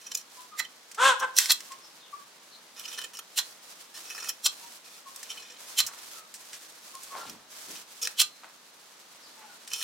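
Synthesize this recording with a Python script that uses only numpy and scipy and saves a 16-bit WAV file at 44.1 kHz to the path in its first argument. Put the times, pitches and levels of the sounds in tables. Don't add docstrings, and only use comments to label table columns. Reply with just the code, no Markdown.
import sys
import numpy as np
from scipy import signal
from scipy.fft import rfft, irfft, next_fast_len
from scipy.io import wavfile
from scipy.ndimage import uniform_filter1d

SR = 44100
rng = np.random.default_rng(int(sys.argv[2]) if len(sys.argv) > 2 else 0)


def put_to_file(sound):
    columns = np.atleast_2d(sound).T
    safe = np.clip(columns, -1, 1)
    whole_steps = np.round(safe * 32767)
    wavfile.write(sys.argv[1], SR, whole_steps.astype(np.int16))


N = 433503
TIME = np.arange(N) / SR

# slide peak in seconds, slide level in dB, slide tilt in
# dB per octave, delay to the stop in seconds, stop level in dB, stop tilt in dB per octave, stop fall in
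# seconds, hollow body boost near 1.9 kHz in dB, ring peak in dB, hardest driven resonance in Hz,
# left minus right in dB.
SNIPS = [(.596, -26, 4, .006, -25.5, -4.5, 0.0052, 27, -27, 2010, -5),
         (1.381, -18.5, 4.5, 0.017, -24.5, 1.5, 0.057, 17, -42, 5830, -1),
         (1.507, -14, -1, .013, -15, 4.5, 0.0062, 13.5, -21, 4250, -1.5),
         (3.381, -21.5, 5.5, 0.0067, -21.5, -1.5, .011, 16.5, -27, 2910, -2),
         (4.452, -25.5, 5.5, .011, -15.5, 1, 0.0071, 2, -17.5, 5700, -1.5),
         (5.791, -16, 4, 0.013, -16, 0, 0.0052, 14, -17, 3100, -1.5),
         (8.203, -13, 2.5, .013, -14.5, 2.5, 0.0061, 7, -14.5, 3070, -2)]
# frequency in Hz, relative level in dB, 60 dB decay in seconds.
BLADE_MODES = [(1210, -7.5, 0.18), (1504, -8, 0.14), (2694, 1.5, 0.059), (3170, 0, 0.028), (3340, 5, 0.013),
               (3730, -11, .04), (4114, 8, 0.14), (4120, -14.5, 0.72), (5560, -13, .05), (5640, 2, 0.083),
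               (7280, 6, 0.097), (8950, -6.5, .07), (10100, -8.5, .07), (11990, -1, 0.067)]
# frequency in Hz, relative level in dB.
SLIDE_COLOUR = [(40, -62.5), (120, -47), (350, -45), (700, -6), (1100, 1), (1900, -6.5), (2250, -14),
                (2800, -15.5), (3600, 12), (4700, 7.5), (5600, 10.5), (7800, 4.5), (10000, 3.5),
                (16000, -11)]
SLIDE_RISE_S, SLIDE_FALL_S, STOP_RISE_S = 0.0077, 0.0055, 0.0053
STOP_BODY_SHARE = 0.97
SLIDE_BITE_DB, STOP_BITE_DB, BITE_WIDTH_HZ = -5.5, -21.5, 130


def snips():
    out = np.zeros((2, N))
    ring = blade_ring()
    pressed = [(hz, 110, db) for hz, db, _ in BLADE_MODES]
    for (s, slide_db, slide_slope, gap, stop_db, stop_slope, stop_fall,
         hollow_db, ring_db, bite_hz, pan_db) in SNIPS:
        slide = stroke(s, SLIDE_RISE_S, SLIDE_FALL_S)
        stop = stroke(s + gap, STOP_RISE_S, stop_fall)
        contacts = [(slide, slide_db, slide_slope, hollow_db, SLIDE_BITE_DB),
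                    (stop, stop_db, stop_slope, STOP_BODY_SHARE * hollow_db, STOP_BITE_DB)]
        for (start, force), db, slope, body_db, bite_db in contacts:
            rasp = steel_rasp(force, pressed, slope, body_db, bite_hz, bite_db)
            add(out, start, pan(undb(db) * scatter(rasp, db=-10.5), pan_db))
        add(out, s + gap, pan(undb(ring_db) * ring, pan_db))
    return out


def blade_ring():
    t = np.arange(SR // 2) / SR
    ring = sum(undb(db - 60 * t / t60) * np.sin(2 * np.pi * hz * t) for hz, db, t60 in BLADE_MODES)
    onset = 1 - np.exp(-t / .001)
    return ring * onset / np.abs(ring).max()


def steel_rasp(force, modes, slope, body_db, bite_hz, bite_db):
    slips = force * grains(len(force), share=.7, spread_db=1.0)

    def gain(f):
        broad = unit(colour(SLIDE_COLOUR, f))
        steel = np.hypot(broad, np.abs(blade(f, modes, drift=.006, spread_db=2.5)))
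        hollow = undb(body_db * np.abs(resonance(f, 1910, 400)) ** 2)
        body = unit(steel * tilt(f, slope) * hollow)
        bite = undb(bite_db) * unit(resonance(f, bite_hz, BITE_WIDTH_HZ))
        return unit(body + bite)

    return shape(slips, gain)


# start in seconds, length in seconds, level at
# the start in dB, level at the end in dB, tilt in dB per octave, hardest driven resonance in Hz.
SQUEEZES = [(.01, 0.21, -56.5, -55, -0.5, 5900), (2.762, 0.25, -50.5, -49, -2, 2980),
            (3.133, 0.067, -47, -44.5, 0.5, 2980), (3.939, .045, -50, -42.5, 1, 3470),
            (4.049, 0.26, -52, -38, -1.5, 2550), (4.84, 0.152, -54, -62, -2.5, 2540),
            (5.24, 0.46, -58, -52, -3.5, 3100), (8.013, 0.041, -36, -31, 0, 5300),
            (9.697, .135, -49, -32.5, .5, 3050)]
# peak in seconds, level in dB, fall in seconds, tilt in dB per
# octave, hardest driven resonance in Hz.
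JERKS = [(.068, -38, .008, 0.5, 5820), (.119, -29, .004, -2, 5800), (0.151, -27.5, .005, 2, 6030),
         (0.175, -34.5, 0.011, 6, 5800), (.649, -37.5, .004, -1.5, 2006), (1.2, -32, 0.0061, 3.5, 5730),
         (1.369, -26, .006, 5, 5730), (2.797, -35.5, .003, 5, 2970), (2.856, -31, 0.0051, -1.5, 2970),
         (2.928, -37.5, 0.019, -0.5, 3100), (2.989, -27.5, 0.0052, -1, 3050),
         (3.018, -32, 0.0046, -2, 3050), (3.044, -30, 0.0052, -.5, 3110), (4.102, -34.5, 0.0094, 1, 2550),
         (4.291, -25.5, .009, 5, 5300), (5.301, -31.5, 0.014, -1, 3100), (5.376, -42.5, 0.021, -4, 3100),
         (7.3, -34.5, 0.0031, 3, 3180), (7.758, -39, 0.013, -2, 3160), (8.027, -26, 0.0093, 3, 5180),
         (8.052, -25, 0.0083, .5, 5280), (9.717, -35.5, 0.0046, -5, 5650), (9.735, -28, 0.0085, 0.5, 5670),
         (9.816, -33, .0065, 2, 3100)]
JERK_RISE_S, GRIP_S = 0.0034, 0.0046
JUDDER_HZ, JUDDER_SCATTER = 38.15, .3
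JUDDER_DB, SLIP_SPREAD_DB = 11.5, 2.5
BITE_DB, GRIND_BITE_DB = -6.5, -15.5


def cuts():
    out = np.zeros((2, N))
    for s, length, from_db, to_db, slope, bite_hz in SQUEEZES:
        t = np.arange(SR // 3) / SR
        rate = JUDDER_HZ * (1 + JUDDER_SCATTER * walk(JUDDER_HZ, size=len(t)))
        slip, cycle = np.divmod(np.cumsum(rate) / SR, 1)
        slip_db = SLIP_SPREAD_DB * rng.standard_normal(size=64)[slip.astype(int)]
        judder_db = JUDDER_DB * (.5 - cycle) + slip_db
        grip = np.clip(np.minimum(t, length - t) / GRIP_S, 0, 1)
        force = grip * undb(np.interp(t, [0, length], [from_db, to_db]) + judder_db)
        for turn in range(3):
            add(out, s, cut(force * (slip % 3 == turn), slope, bite_hz, GRIND_BITE_DB))
    for s, db, fall, slope, bite_hz in JERKS:
        start, force = stroke(s, JERK_RISE_S, fall)
        add(out, start, undb(db) * cut(force, slope, bite_hz, BITE_DB))
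    return pan(out, -1.7)


# frequency in Hz, width in Hz, relative level in dB.
DAMPED_MODES = [(490, 16, -4.5), (1376, 186, -6.5), (1810, 100, -5), (2530, 65, -0.5), (3072, 69, 5.5),
                (3550, 290, -3), (4180, 156, 1.5), (5265, 380, 3.5), (5707, 92, 5), (6620, 170, -2),
                (7460, 77, -1.5), (8650, 360, -7.5), (10020, 97, -8), (12500, 50, -4)]
# frequency in Hz, relative level in dB.
FIBRE_COLOUR = [(60, -49), (400, 15), (1000, -51), (2500, 55), (5500, -19.5), (9000, -22), (13000, 1),
                (16000, -32)]


def cut(force, slope, bite_hz, bite_db):
    slips = force * grains(len(force), share=.15, spread_db=2.5)

    def gain(f):
        steel = blade(f, DAMPED_MODES, drift=0.016, spread_db=5.0)
        bite = undb(bite_db) * unit(resonance(f, bite_hz, bite_hz / 40))
        fibres = undb(-17.5) * unit(colour(FIBRE_COLOUR, f))
        return unit((steel + bite + fibres) * tilt(f, slope))

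    return scatter(shape(slips, gain), db=-10.0)


def blade(f, modes, drift, spread_db):
    chance = rng.standard_normal((len(modes), 2))
    return unit(sum(undb(db + spread_db * a) * resonance(f, hz * (1 + drift * b), width)
                    for (hz, width, db), (a, b) in zip(modes, chance)))


# peak in seconds, level in dB before the common trim,
# fall in seconds, tilt in dB per octave.
CLICKS = [(.915, -34, 0.0068, -5), (0.946, -34.5, 0.0091, -5), (1.386, -.5, 0.0038, -3.5),
          (1.458, -15, 0.0015, -8), (1.605, -29.5, 0.0047, -7), (1.719, -34, 0.01, -7),
          (5.161, -28.5, 0.0029, -1), (5.23, -29, 0.0069, -4.5), (5.865, -22, 0.011, 0),
          (6.34, -33.5, 0.02, -3), (6.531, -33.5, 0.022, -8), (6.953, -25.5, .0012, -3),
          (7.033, -33.5, 0.009, 0), (7.709, -33, .005, -3), (8.073, -15, 0.003, -9),
          (9.005, -52, .0034, -9), (9.676, -32, 0.0087, -5)]
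# frequency in Hz, relative level in dB.
CLICK_COLOUR = [(50, -72), (300, -44), (800, -45.5), (1700, -8.5), (3300, -8.5), (4700, -1), (5700, 5),
                (6800, 2), (8000, 5.5), (10000, -1.5), (16000, -6)]


def clicks():
    out = np.zeros((2, N))
    for s, db, fall, slope in CLICKS:
        start, force = stroke(s, 0.00022, fall)
        noise = force * rng.standard_normal(len(force))
        crack = shape(noise, lambda f: unit(colour(CLICK_COLOUR, f) * tilt(f, slope)))
        add(out, start, undb(db - 5.5) * scatter(crack, db=-7.5))
    return pan(out, -1.3)


# start in seconds, time until release in seconds, relative level in dB.
PUSHES = [(0.287, 0.15, -53), (1.557, .16, -53), (2.77, 0.29, -52), (3.406, 0.12, -52), (3.617, 0.2, -54.5),
          (3.938, 0.35, -49.5), (4.495, 0.26, -50), (4.818, 0.19, -54.5), (5.052, 0.35, -50.5),
          (5.57, 0.31, -48.5), (5.901, 0.29, -50.5), (6.371, 0.33, -52.5), (6.719, .13, -56.5),
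          (6.841, 0.49, -52.5), (7.495, 0.32, -47.5), (7.859, 0.26, -52), (9.085, 0.69, -60.5)]
# frequency in Hz, relative level in dB.
FLEECE_COLOUR = [(50, -9), (140, -13.5), (400, -1), (1200, 3), (2200, 1.5), (3600, 3.5), (5600, 5.5),
                 (8000, 3.5), (12000, -0.5), (16000, -6)]
PUSH_ATTACK_S, PUSH_RELEASE_S = 0.035, 0.019
RESTING_DB = -59.5


def rustle():
    pushes = sum(undb(db) * swell(s, length, PUSH_ATTACK_S, PUSH_RELEASE_S) for s, length, db in PUSHES)
    effort = np.hypot(undb(RESTING_DB), pushes)
    slips = grains((2, N), share=.15, spread_db=-0.5)
    mid, side = unit(shape(slips, lambda f: colour(FLEECE_COLOUR, f)))
    crackle = mid + undb(-1.5) * side * np.array([[1], [-1]])
    flutter = undb(1.45 * walk(45) + 0.6 * walk(6.6))
    return pan(crackle * effort * flutter, -1.2)


# peak in
# seconds, level in dB before the common trim, fall in seconds, centre in Hz.
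SCUFFS = [(5.837, -57, .025, 130), (5.89, -46.5, 0.063, 1210), (7.149, -40, 0.091, 860),
          (7.18, -46, 0.088, 4200), (7.268, -40.5, 0.017, 3000), (7.278, -45, 0.05, 200),
          (7.304, -65, .06, 60), (7.698, -51.5, 0.068, 292), (8.438, -42.5, .03, 1090),
          (9.42, -49, 0.036, 1160)]
SCUFF_RISE_SHARE = 0.21


def scuffs():
    out = np.zeros((2, N))
    for s, db, fall, hz in SCUFFS:
        start, force = stroke(s, SCUFF_RISE_SHARE * fall, fall)
        noise = force * grains(len(force), share=.05, spread_db=2.5)
        burst = shape(noise, lambda f: unit(resonance(f, hz, 1.4 * hz) ** 2))
        add(out, start, undb(db - 1.5) * scatter(burst, db=-11))
    return out


# start in seconds, length in seconds, pitch in the middle in Hz, level in dB,
# pitch arch as a share, pitch sag as a share, growl from 0 to 1, rasp from 0 to 1.
BARKS = [(.974, 0.18, 541.3, -17.5, .24, -0.0205, 0.45, 0.27),
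         (1.201, 0.071, 522, -25.5, 0.028, .08, 0.3, 0.7)]
# frequency in Hz, relative level in dB.
THROAT = [(80, -39), (200, -32), (330, -21), (520, -14.5), (660, -18), (820, -5), (1080, -3), (1330, -1),
          (1600, -3), (1950, -15.5), (2500, -14.5), (3400, -8.5), (4600, -23), (7800, -17.5),
          (15000, -44.5)]
BARK_SWELL_DB, BARK_EDGE_S = 19.5, 0.0072
BARK_HISS_DB, BARK_FULL_DB = 0.5, -17.5
HISS_GROWTH = 1.25
BARK_ECHO_S, BARK_ECHO_DB = 0.045, -16.5


def barks():
    out = np.zeros(N)
    for s, length, mid_hz, db, arch, sag, growl, rasp in BARKS:
        u = np.linspace(0, 1, int(length * SR))
        effort = 1 - (2 * u - 1) ** 2
        hz = mid_hz * (1 - arch * (1 - effort) - sag * (u - .5))
        phase = 2 * np.pi * np.cumsum(hz * (1 + .012 * walk(250, size=len(u)))) / SR
        folds = np.zeros(len(u))
        for k in range(1, 10):
            overtone = np.cos(k * phase + 2 * np.pi * rng.random()) / np.hypot(1, (k / 3.7) ** 3)
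            folds += overtone * (1 + .28 * walk(200, size=len(u)))
        folds *= 1 + growl * effort * np.cos(phase / 2 + .5 * walk(77, size=len(u)))
        voice = unit(shape(folds, lambda f: colour(THROAT, f)))
        breath = rng.standard_normal(len(u)) * (1 + 0.2 * np.cos(phase))
        air = shape(breath, lambda f: unit(colour(THROAT, f)))
        hiss = shape(air, lambda f: 1 / (1 + (2200 / f) ** 6))
        force = undb(BARK_SWELL_DB * (effort - 1))
        bright = undb(BARK_HISS_DB + HISS_GROWTH * (db - BARK_FULL_DB)) * force ** 0.42
        sound = voice + 2 * rasp * (1 - u) * (air - hiss) + bright * hiss
        edges = np.clip(np.minimum(u, 1 - u) * length / BARK_EDGE_S, 0, 1)
        add(out, s, undb(db) * force * edges * sound)
    echo = undb(BARK_ECHO_DB) * np.interp(TIME - BARK_ECHO_S, TIME, out)
    return pan(scatter(out + echo, db=-10), -.9)


# start in seconds, level in dB before the yelp trim, pitch in Hz, length in seconds.
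YELPS = [(0.364, -51, 1020, .05), (.512, -47.5, 1250, 0.047), (1.698, -44.5, 1092, 0.049),
         (2.125, -39.5, 1165, 0.03), (4.612, -56.5, 960, 0.062), (5.053, -47, 1103, 0.048),
         (6.125, -57, 1346, 0.12), (6.934, -46.5, 1093, 0.048), (7.094, -43.5, 1115, 0.12),
         (7.191, -49, 1395, 0.054), (9.34, -58, 902, 0.186), (9.47, -59, 1497, 0.09)]
# start in seconds, level in dB before the chirp trim, pitch in Hz, length in seconds,
# fall in pitch as a share.
CHIRPS = [(1.81, -55.5, 5450, .08, 0.046), (1.976, -58, 4140, 0.12, 0.4), (2.506, -54, 4320, 0.069, .08),
          (9.205, -57, 5500, .1, .4)]
YELP_SAG_PER_S = 0.77


def far_calls():
    out = np.zeros(N)
    for s, db, hz, length in YELPS:
        add(out, s, undb(db + 3.5) * cry(hz, length, YELP_SAG_PER_S * length))
    for s, db, hz, length, sag in CHIRPS:
        add(out, s, undb(db + 4) * cry(hz, length, sag))
    return pan(out, 2.8)


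def cry(hz, length, sag):
    u = np.linspace(0, 1, int(length * SR))
    waver = .02 * np.sqrt(hz / 1000) * walk(700, size=len(u))
    phase = 2 * np.pi * np.cumsum(hz * (1 - sag * u ** 1.5 + waver)) / SR
    return np.sin(np.pi * u) * (np.sin(phase) + undb(-24) * np.sin(2 * phase))


# frequency in Hz, relative level in dB per Hz.
YARD_COLOUR = [(15, -75), (25, -79), (117, -16), (195, -5), (405, -5.5), (489, -3.5), (754, -5), (911, -3),
               (988, -2.5), (2000, -7), (2690, -8.5), (4250, -7), (5430, -11.5), (6380, -11.5),
               (16000, -41)]
YARD_DB = -58


def yard():
    mid, side = shape(rng.standard_normal((2, N)), lambda f: colour(YARD_COLOUR, f))
    side = shape(side, lambda f: .9 * (f + 100) / (f + 600))
    air = (mid + side * np.array([[1], [-1]])) / np.std(mid)
    return air * undb(YARD_DB + 0.65 * walk(2.53))


def space(x, far_db, t60):
    t = np.arange(int(.7 * SR)) / SR
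    far = rng.standard_normal((2, len(t))) * undb(-60 * t / t60) * (1 - np.exp(-t / .012))
    far = unit(shape(far, lambda f: 1 / np.hypot(1, f / 5000))) / np.sqrt(len(t))
    return x + undb(far_db) * signal.fftconvolve(x, far, axes=-1)[:, :N]


def scatter(x, db):
    t = np.arange(SR // 30) / SR
    response = rng.standard_normal(len(t)) * np.exp(-t / .005) * (t > .0004)
    side = signal.fftconvolve(x, response / np.linalg.norm(response))[:len(x)]
    return x + undb(db) * side * np.array([[1], [-1]])


def undb(db):
    return 10 ** (np.asarray(db) / 20)


def unit(x):
    return x / np.sqrt(np.mean(np.abs(x) ** 2))


def shape(x, gain):
    size = next_fast_len(x.shape[-1] + 2048)
    f = np.maximum(np.arange(size // 2 + 1) * SR / size, 1)
    return irfft(rfft(x, size) * gain(f), size)[..., :x.shape[-1]]


def colour(points, f):
    hz, db = np.transpose(points)
    return undb(np.interp(np.log(f), np.log(hz), db))


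def tilt(f, db_per_octave):
    return undb(db_per_octave * np.log2(np.maximum(f, 1000) / 5000))


def resonance(f, hz, width):
    return 1 / (1 + 1j * (f * f - hz * hz) / (f * width))


def walk(rate, size=N):
    k = int(SR / rate)
    steps = np.repeat(rng.standard_normal(size // k + 1), k)
    return 1.3 * uniform_filter1d(steps, k)[:size]


def grains(size, share, spread_db):
    slips = rng.standard_normal(size) * (rng.random(size) < share)
    return unit(slips * undb(spread_db * np.minimum(rng.exponential(size=size), 5)))


def stroke(s, rise, fall):
    t = np.arange(-SR // 6, SR // 3) / SR
    return s + t[0], np.exp(-np.abs(t) / np.maximum(np.where(t < 0, rise, fall), 1e-4))


def swell(s, length, attack, release):
    rise = np.clip((TIME - s) / attack, 0, 1)
    return rise * np.exp(-np.clip((TIME - s - length) / release, 0, 30))


def add(out, s, x):
    i = int(round(s * SR))
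    a, b = max(i, 0), min(i + x.shape[-1], N)
    out[..., a:b] += x[..., a - i:b - i]


def pan(x, db):
    return x * undb(np.array([[db], [-db]]) / 2)


def scene():
    work = space(snips() + cuts() + clicks() + rustle() + scuffs(), far_db=-14.0, t60=0.16)
    dog = space(barks(), far_db=-15, t60=0.44)
    calls = space(far_calls(), far_db=-4, t60=0.24)
    return work + dog + calls + yard()


def record(dry):
    thin = signal.sosfilt(signal.butter(2, 55, "high", fs=SR, output="sos"), np.clip(dry, -1, 1))
    return signal.sosfilt(signal.ellip(10, .2, 70, 15900, fs=SR, output="sos"), thin)


dry = scene()
out = record(dry)
put_to_file(out)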